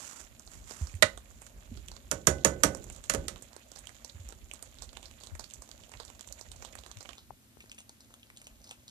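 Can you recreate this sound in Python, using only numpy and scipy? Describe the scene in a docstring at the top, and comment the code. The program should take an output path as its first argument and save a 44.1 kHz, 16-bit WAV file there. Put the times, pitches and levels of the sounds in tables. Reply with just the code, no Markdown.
"""A spoon drags through thick stew in a metal pan, then is knocked clean on the wall and rim of the pan.
Bubbles burst in spits and pops over a wet sizzle: bands of noise, and struck modes for the metal. It is a small
kitchen, heard by a hand-held two-port microphone: a short dull tail and a low room tone. The left port hears
the pan muffled until late on; the hand's grip rumbles and bumps in both ports."""
import sys
import numpy as np
from scipy import signal
from scipy.fft import rfft, irfft, next_fast_len
from scipy.io import wavfile

SR = 44100
rng = np.random.default_rng(int(sys.argv[2]) if len(sys.argv) > 2 else 0)


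def materialize(psi):
    """Save the field psi as 16-bit PCM at rate SR to the path in sys.argv[1].

    A 1-D psi becomes a single channel; in a 2-D psi each row is a channel.
    """
    bounded = np.clip(np.atleast_2d(psi).T, -1, 1)
    quanta = np.round(bounded * 32767).astype(np.int16)
    wavfile.write(sys.argv[1], SR, quanta)


N = 392870

# loud bursting bubbles, levels before the part gains: t/s, spit level/dB, snap f/Hz, snap level/dB, plop level/dB
BUBBLES = [(0.396, -35, 3200, -66, -59), (0.476, -59, 4600, -47, -51), (0.71, -43, 4700, -45, -41.5),
           (0.8714, -46, 4800, -42, -61), (0.9406, -48, 2310, -52.5, -66), (0.9526, -39.5, 2140, -58, -62),
           (1.1757, -37, 3320, -49.5, -44.5), (1.4187, -36.5, 2270, -57, -48.5),
           (1.466, -39, 1670, -56, -56), (1.7737, -51, 3850, -52.5, -58), (1.8841, -35, 2820, -44.5, -73),
           (1.9164, -45, 4830, -44.5, -45.5), (1.9657, -41, 3850, -46, -51), (2.3854, -50, 2750, -52, -59),
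           (2.7491, -27.5, 5010, -50, -36.5), (2.8413, -35.5, 1930, -55, -56),
           (2.9002, -33, 2380, -51, -47.5), (2.9636, -38, 4960, -57, -60), (3.04, -36, 3330, -52, -53),
           (3.0554, -52, 3770, -53, -58), (3.3598, -46, 3130, -48, -49.5), (3.4233, -34.5, 4470, -59, -54),
           (3.5648, -35.5, 4860, -46.5, -46), (3.717, -40, 4000, -53, -52.5), (3.7599, -41, 4510, -48, -52),
           (3.7897, -37, 3290, -55.5, -59), (3.8712, -34.5, 3100, -44.5, -54),
           (3.893, -41, 1900, -51.5, -52), (4.0467, -36, 4600, -41.5, -47), (4.2887, -34, 4700, -54, -50),
           (4.3245, -41.5, 3400, -55, -47.5), (4.5133, -38, 2860, -40.5, -51.5),
           (4.5365, -31, 5050, -58, -48), (4.6258, -34, 4550, -47, -50.5), (4.7862, -46, 3770, -49, -61),
           (4.8222, -34, 3970, -46, -48), (4.8919, -51, 3570, -47, -66), (4.9708, -39, 3180, -43, -40.5),
           (5.029, -42, 3060, -50.5, -52), (5.0564, -52, 4400, -48, -69), (5.1122, -43, 2880, -50.5, -54.5),
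           (5.2102, -53, 3810, -52.5, -56), (5.2364, -41.5, 3670, -47, -52), (5.2711, -38, 4020, -49, -53),
           (5.352, -41, 1960, -50, -51.5), (5.3956, -35, 4590, -42, -39.5), (5.442, -47, 4760, -45.5, -63),
           (5.5014, -42, 3100, -54, -73), (5.5094, -51, 3280, -50.5, -77), (5.5376, -31.5, 5200, -50, -61),
           (5.6213, -36, 5230, -53, -50.5), (5.691, -44, 4130, -53, -52), (5.7147, -38, 3830, -44, -55),
           (5.8365, -50, 3190, -52.5, -73), (5.9176, -40.5, 4560, -53.5, -49.5),
           (5.972, -50, 3880, -52.5, -72), (6.0007, -41, 4050, -42.5, -40), (6.0507, -38.5, 5300, -49, -56),
           (6.08, -48, 3800, -48, -65), (6.1012, -41, 2570, -52, -46.5), (6.1941, -42, 4400, -48, -49),
           (6.2096, -34, 3660, -46.5, -52), (6.2748, -38, 3380, -61, -52.5), (6.325, -30, 4870, -43, -60),
           (6.3936, -43, 1980, -53, -65), (6.4119, -35.5, 4860, -40.5, -46), (6.5171, -36, 3500, -44, -53),
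           (6.624, -35.5, 2130, -48, -48), (6.649, -37.5, 3670, -45.5, -42), (6.7285, -46, 3660, -55, -66),
           (6.7535, -41, 1940, -47.5, -45), (6.788, -41.5, 4160, -49, -47.5), (6.8367, -60, 3100, -51, -55),
           (6.8632, -43.5, 3940, -50, -48.5), (6.9146, -37.5, 3870, -47, -48.5),
           (6.9714, -41, 2980, -49.5, -62), (7.0076, -43, 4730, -44.5, -47), (7.0284, -39, 1950, -58, -63),
           (7.0567, -52, 2500, -49, -45), (7.091, -43, 3180, -43, -40.5), (7.1324, -48, 2740, -49, -61),
           (7.1538, -53.5, 2730, -61, -61), (7.6053, -50, 2330, -56, -67), (7.7165, -42, 2810, -47, -66),
           (7.7463, -50, 3020, -74, -76), (7.7866, -46.5, 2900, -54, -65), (7.8044, -47, 3090, -63, -65),
           (7.894, -44, 4020, -53, -57), (8.0063, -50.5, 4500, -58, -68), (8.14, -47.5, 3110, -57.5, -57),
           (8.3016, -55.5, 2300, -54, -61), (8.372, -43.5, 3600, -53, -66), (8.4163, -45, 2400, -57, -61.5),
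           (8.4697, -41.5, 2850, -50.5, -58), (8.6432, -54.5, 4770, -55.5, -78),
           (8.711, -41, 2820, -46, -52), (8.8805, -49, 4170, -49, -69)]


def amp(db):
    """Decibels to gain."""
    return 10 ** (np.asarray(db) / 20)


def rms_one(x):
    """Scale to rms 1."""
    return x / np.sqrt(np.mean(x ** 2) + 1e-20)


def in_time(rows):
    """Each column of a curve table, sample by sample."""
    s, *columns = np.transpose(rows)
    return [np.interp(np.arange(N) / SR, s, c) for c in columns]


def at_hz(points, hz):
    """Read a (f/Hz, value) table on a log axis."""
    return np.interp(np.log(hz), np.log(np.array(points)[:, 0]), np.array(points)[:, 1])


def coloured(x, spectrum):
    """Shape by a (f/Hz, level/dB) table."""
    size = next_fast_len(N)
    hz = np.maximum(np.arange(size // 2 + 1) * SR / size, 1)
    return irfft(rfft(x, size) * amp(at_hz(spectrum, hz)), size)[..., :N]


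def band(x, low_hz, high_hz):
    """Causal band-pass."""
    edges = [low_hz, min(high_hz, .45 * SR)]
    return signal.sosfilt(signal.butter(2, edges, "band", fs=SR, output="sos"), x)


def drift(rate_hz):
    """Random wander of rms 1, twice low-passed at rate_hz and drawn once every 40 samples."""
    r = np.exp(-80 * np.pi * rate_hz / SR)
    slow = signal.lfilter([1], [1, -2 * r, r * r], rng.standard_normal(N // 40 + 2002))[2000:]
    return np.interp(np.arange(N) / 40, np.arange(len(slow)), rms_one(slow))


def add(out, s, burst):
    """Mix a burst in at a time."""
    i = round(s * SR)
    out[..., i:i + burst.shape[-1]] += burst[..., :N - i]


def room_tone(level_db):
    """Burner and far hum: low noise mostly shared by the ports, with a weaker part in opposite sign."""
    # burner and far hum: f/Hz, level/dB per Hz
    hum_colour = [(18, -29.5), (30, -10.5), (119, 3), (162, -14.5), (225, 3), (338, -10.5), (462, -24),
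                  (1380, -29), (1500, -34), (1950, -58), (3300, -120)]
    shared, own = rms_one(coloured(rng.standard_normal((2, N)), hum_colour))
    return amp(level_db) * (shared + .3 * own * [[1], [-1]])


def kitchen(x):
    """Reflections from a small room: a short dull noise tail for each port."""
    t60_s, tail_db = 0.19, -16.5
    t = np.arange(SR // 3) / SR
    tails = band(rng.standard_normal((2, len(t))), 53, 9000) * amp(-60 * t / t60_s) * (t > .004)
    tails = tails / np.sqrt(np.sum(tails ** 2, axis=1, keepdims=True))
    return amp(tail_db) * signal.fftconvolve(x[None], tails, axes=1)[:, :N]


def grip(alike, lumpy_db, pan_db):
    """A hand on the microphone body: lumpy low noise, partly alike in both ports."""
    # grip noise, before its lumps: t/s, level/dB
    grip_level = [(0, -64), (.4, -55.5), (.9, -48), (1.3, -54), (1.5, -59), (1.8, -46), (2.05, -52.5),
                  (2.75, -51), (2.9, -49.5), (3.25, -48), (3.47, -60.5), (4.09, -59), (4.3, -51),
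                  (4.7, -60), (4.95, -48), (5.25, -55.5), (6.3, -62), (6.45, -56.5), (7.1, -59.5),
                  (7.5, -65), (8.91, -62)]
    # grip noise: f/Hz, level/dB per Hz
    grip_colour = [(15, -42.5), (25, 4.5), (48, 8), (75, -0.5), (99, -9.5), (209, -18), (251, -29),
                   (400, -18.5), (520, -57), (880, -120)]
    level_db, = in_time(grip_level)
    mid, side = rms_one(coloured(rng.standard_normal((2, N)), grip_colour))
    pair = mid + np.sqrt(1 - np.clip(alike, 0, 1)) * side * [[1], [-1]]
    return pair * amp(level_db + lumpy_db * drift(8.3) + pan_db * np.array([[.5], [-.5]]))


def bumps():
    """Bumps and finger taps on the casing: each swells and dies as a short pitched push."""
    # bumps and taps: t/s, level/dB, f/Hz, swell/s, left minus right/dB
    taps = [(0.812, -24, 72, 0.0098, -5), (0.937, -31.5, 87.5, 0.01, -6), (1.714, -40, 232, 0.0064, -6),
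            (1.714, -38, 86.5, 0.0077, -7), (4.145, -39.5, 81, 0.0065, -6.5),
            (4.193, -39.5, 88, 0.011, -3.5), (4.249, -35, 49.4, 0.014, -2), (5.315, -49, 83, 0.014, 32),
            (6.961, -53, 105, 0.01, 27), (7.306, -37.5, 833, 0.00093, 15.5),
            (7.571, -47.5, 250, 0.00039, 21), (7.641, -53, 250, 0.00045, 26)]
    out, t = np.zeros((2, N)), np.arange(SR // 4) / SR
    for s, level_db, hz, swell_s, pan_db in taps:
        swelling = t / swell_s * np.exp(1 - t / swell_s)
        push = swelling * np.cos(2 * np.pi * hz * t)
        add(out, s, push * amp(level_db + np.array([[.5], [-.5]]) * pan_db))
    return out


def sizzle(per_s, spread_db, grain_share):
    """Tiny bursts in clumps, each ringing briefly in one of eight bands, over wavering wet hiss."""
    # wet sizzle of the simmer: t/s, level/dB
    sizzle_level = [(0, -58.5), (1.3, -57.5), (1.9, -57.5), (2.5, -54.5), (3.6, -56.5), (5.85, -58.5),
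                    (6.25, -54), (6.95, -55), (7.14, -55.5), (7.2, -72.5), (8.91, -68.5)]
    # equalisation of the sizzle: f/Hz, level/dB
    sizzle_colour = [(300, -25.5), (550, 11.5), (860, 0.5), (1250, 0.5), (3500, 0.5), (5300, -6.5),
                     (7200, 8), (9000, -16.5), (13800, -14.5), (15000, -31.5)]
    level_db, = in_time(sizzle_level)
    born = rng.random(N) < per_s * amp(6 * drift(15)) / SR
    size = amp(spread_db * np.minimum(rng.exponential(1, N), 4))
    grains = born * size * rng.standard_normal(N) + 1e-18
    dealt, white = rng.integers(0, 8, N), rng.standard_normal((2, N))
    wet = 0
    for k, hz in enumerate(np.geomspace(500, 11000, 8)):
        wavering_hiss = white[k % 2] * amp(4.5 * drift(25))
        mix = grain_share * rms_one(grains * (dealt == k)) + wavering_hiss
        wet = wet + band(mix, hz / 1.45, hz * 1.49)
    return amp(level_db) * rms_one(coloured(wet, sizzle_colour))


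def small_pops():
    """Faint bursts gather before and after the loud ones, which unsettle the skin nearby; rows as in BUBBLES."""
    count, within_s, under_db, spread_db = 90, .05, 11, 3.5
    late, *tone = rng.standard_normal((count, 4)).T
    s, spit_db, _, snap_db, plop_db = np.array(BUBBLES)[rng.integers(0, len(BUBBLES), count)].T
    s = np.clip(s + within_s * late, .02, N / SR - .02)
    levels_db = np.array([spit_db, snap_db, plop_db]) - under_db
    spit_db, snap_db, plop_db = levels_db + spread_db * np.array(tone)
    return list(zip(s, spit_db, rng.uniform(1800, 5000, count), snap_db, plop_db))


def pops(click_db, t60_s, spray_db, spray_t60_s, drops_per_s, drop_db):
    """Each bubble breaks with a click: the cavity plops, the skin snaps at its own pitch, it spits spray and drops."""
    plop_gain_db, snap_gain_db, spit_gain_db = 10.5, 15, 7.5   # peak of each part over its listed level
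    spit_hz, spit_width, snap_width = 7200, 1.25, 1.25   # widths: band edges as ratios to the centre
    out, t = np.zeros(N), np.arange(SR // 12) / SR - .01
    at = np.argmin(abs(t))   # the sample where the skin breaks
    for s, spit_db, hz, snap_db, plop_db in BUBBLES + small_pops():
        wet_db, lasting, size = rng.normal(0, 2.5), rng.uniform(.4, 1.2), amp(rng.normal(0, .5))
        # spray swells quickly ahead of the break and dies slowly after it
        spray_age = np.where(t < 0, -6 * t, t)
        spray = amp(spray_db + wet_db - 60 * spray_age / (spray_t60_s * lasting))
        ragged = amp(2.7 * rng.standard_normal(len(t) // 40 + 1).repeat(40)[:len(t)])
        drops = amp(drop_db) * (rng.random(len(t)) < drops_per_s / SR)
        breaking = (t > 0) * amp(-60 * abs(t) / t60_s)
        burst = rng.standard_normal((3, len(t))) * ((breaking + spray) * ragged + spray * drops)
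        burst[:, at] = amp(click_db)
        plop = band(burst[0], 350 * size, 1300 * size)
        snap = band(burst[1], hz / snap_width, hz * snap_width) + amp(-11) * band(burst[1], 1100, 5500)
        edges = spit_hz * size / spit_width, spit_hz * size * spit_width
        spit = band(band(burst[2], *edges), *edges) + amp(-16.5) * band(burst[2], 8600, 14500)
        parts = np.array([plop, snap, spit])
        peaks = amp([plop_db + plop_gain_db, snap_db + snap_gain_db, spit_db + spit_gain_db])
        add(out, s + t[0], rng.choice([-1, 1]) * (peaks / abs(parts).max(axis=1)) @ parts)
    return out


def scrape(rough_db):
    """Spoon dragged through the food: dense, stuttering wet friction; each stroke digs in, sags and lifts off."""
    # strokes: start t/s, length/s, level at the start/dB
    strokes = [(-.05, 0.28, -40.5), (0.52, 0.071, -51), (0.691, 0.23, -44)]
    # wet friction: f/Hz, level/dB per Hz before the stutter
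    friction_colour = [(300, -5.5), (700, -2.5), (1250, 0), (1900, -3.5), (4000, -8), (5500, -3), (7200, 5),
                       (9000, -5.5), (13800, -16.5), (15000, -21.5)]
    rise_db_per_s, sag_db_per_s, lift_db_per_s = 400, 30.5, 495
    t, stroke = np.arange(N) / SR, 0
    for s, length_s, level_db in strokes:
        sag_db = sag_db_per_s * np.clip(t - s, 0, length_s)
        dig_db = rise_db_per_s * np.maximum(s - t, 0)
        lift_db = lift_db_per_s * np.maximum(t - s - length_s, 0)
        stroke = stroke + amp(level_db - sag_db - (dig_db + lift_db))
    friction = rng.standard_normal(N) * amp(rough_db * (drift(270) + 0.5 * drift(38)))
    return stroke * rms_one(coloured(friction, friction_colour))


def knocks(modes_db, clatter_db, crack_db):
    """Each blow strikes the pan's clear modes and a dense clatter that dies band by band."""
    # spoon on the pan: full contact t/s, blow level/dB, then relative levels of body (300 Hz)/dB,
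    # ring (1.5 kHz)/dB and crack (6 kHz)/dB, decay scale (ratio), spot (0 rim to 1 wall)
    blows = [(1.0241, -4, -25.5, -14.5, -7, 0.4, 1), (1.029, -12, -31, -6.5, -11, 0.86, 1),
             (2.1135, -15, -17.5, -14.5, 0.5, 1.03, 0.058), (2.2706, 0, -22.5, -20, -5, 1.14, 0.087),
             (2.4475, -4, -19, -17.5, -3.5, 1.3, 0.023), (2.635, 2, -24, -21.5, -6, 1.1, 0.013),
             (3.097, -8.5, -34, -19, -4.5, 1.05, 0.41), (3.137, -15.5, -13, -18, -6, 1.34, 0.17),
             (3.148, -20, -15, -13.5, -1.5, 0.57, .1), (3.2817, -22.5, -32, -15, -2.5, 1, 0.63)]
    # modes of pan and stove top: f/Hz, level struck on the rim/dB, level struck on the wall/dB, t60/s before scaling
    modes = [(72, -9, -12, .45), (139, -9, -10, .35), (290, -5, 0, .14), (447, -5, -8, .13),
             (548, -5, 3, .27), (616, -5, 7, .17), (921, -9, -14, .1), (1280, -8, -5, .11),
             (1497, -11, -12, .3), (1760, -9, -14, .12), (1948, -14, 8, .06), (2020, -22, -10, .2),
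             (5920, -5, -9, .016), (6810, -3, -12, .016)]
    # dense ringing of pan and stove: f/Hz, level/dB
    clatter_colour = [(35, -31.5), (60, -3.5), (280, -3), (559, 0), (810, -10), (1520, 1.5), (1910, -9),
                      (2100, -18), (2360, -13), (4960, -24), (5710, -22), (7030, -14), (14100, -36.5),
                      (15500, -34)]
    # its decay, before the blow's scale: f/Hz, t60/s
    clatter_t60 = [(60, 0.44), (160, 0.6), (420, 0.51), (1100, 0.15), (2910, 0.11), (7680, 0.093)]
    soft_damping = .08   # softer blows leave the spoon on the metal: ring shortens this many dB per dB
    wall_clank_hz, wall_clank_db = 4200, 13.5   # blows on the wall are brighter here
    crack_t60_s, crack_cycles = .014, 13   # the first crack dies fast, the lows a little later
    out, t = np.zeros(N), np.arange(SR // 5 * 2) / SR
    edges = 50 * 2 ** np.arange(0, 8.6, .5)
    for s, blow_db, *part_db, scale, spot in blows:
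        tilt = list(zip([300, 1500, 6000], part_db))
        burst, white = np.zeros(len(t)), rng.standard_normal((2, len(t)))
        for hz, rim_db, wall_db, t60_s in modes:
            spot_db = rim_db + spot * (wall_db - rim_db)
            strength = amp(modes_db + spot_db + at_hz(tilt, hz) + rng.normal(0, 2))
            dying = amp(-60 * t / (t60_s * scale * amp(soft_damping * blow_db)))
            building = 1 - np.exp(-t * hz / 0.5)   # a mode takes a cycle or two to build
            burst += strength * np.sin(2 * np.pi * hz * t) * dying * building
        for k, (low, high) in enumerate(zip(edges, edges[1:])):
            hz = np.sqrt(low * high)
            ringing = amp(-60 * t / (at_hz(clatter_t60, hz) * scale))
            crack = amp(crack_db - 60 * t / (crack_t60_s + crack_cycles / hz))
            clank_db = spot * wall_clank_db * np.exp(-(np.log(hz / wall_clank_hz) / 0.7) ** 2)
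            strength = amp(clatter_db + clank_db + at_hz(clatter_colour, hz) + at_hz(tilt, hz))
            burst += strength * band(white[k % 2] * (ringing + crack), low, high)
        add(out, s, amp(blow_db) * burst)
        # the spoon grazes before it lands
        add(out, s - .003, amp(blow_db - 28.0) * white[0, :150] * np.linspace(.2, 1, 150))
    return out


def two_ports(pan):
    """The pan reaches the left port later and, until late on, muffled; room treble leaks past."""
    # muffled left port against the open one: f/Hz, level/dB
    muffle_colour = [(60, -7.5), (125, -9), (250, -4.5), (500, -15), (1000, -19.5), (2500, -18),
                     (5000, -38), (9000, -29), (15000, -21.5)]
    clear_s, left_lag = 7.17, 9   # lag in samples
    muffle_cut_hz = 3600   # the direct sound reaches the muffled port mainly below this
    left, right = kitchen(pan)
    direct = np.roll(pan, left_lag)
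    leak = amp(5) * band(left, 410, 15000)
    muffled = coloured(band(direct, 15, muffle_cut_hz) + leak, muffle_colour)
    before_clear = np.arange(N) < clear_s * SR
    return np.array([np.where(before_clear, muffled, direct + left), pan + right])


def scene():
    """Pan and spoon in the kitchen, with room tone and handling noise at the two ports."""
    bubbles = pops(click_db=12.0, t60_s=0.004, spray_db=-15.5, spray_t60_s=0.12, drops_per_s=68, drop_db=21.5)
    spoon = knocks(modes_db=1.5, clatter_db=10.0, crack_db=8.0) + scrape(rough_db=3.0)
    pan = bubbles + spoon + sizzle(per_s=900, spread_db=3, grain_share=1.2)
    ports = two_ports(pan) + room_tone(level_db=-65)
    return ports + grip(alike=0.73, lumpy_db=5.0, pan_db=-3.5) + bumps()


def record(dry):
    """Each port adds its own hiss; deep bass and the top are cut, peaks clip."""
    # hiss of each port: f/Hz, level/dB per Hz
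    hiss_colour = [(200, 7), (1000, 0), (3000, 1), (7000, -1), (12500, 0.5), (14300, -1.5), (14900, -49.5)]
    hiss_db, rumble_cut_hz, top_cut_hz = -65, 50.7, 16200
    hiss = amp(hiss_db) * rms_one(coloured(rng.standard_normal((2, N)), hiss_colour))
    wet = signal.sosfilt(signal.butter(4, rumble_cut_hz, "high", fs=SR, output="sos"), dry + hiss)
    clipped = np.clip(wet, -.82, .82)
    return signal.sosfilt(signal.cheby2(16, 110, top_cut_hz, fs=SR, output="sos"), clipped)


dry = scene()
out = record(dry)
materialize(out)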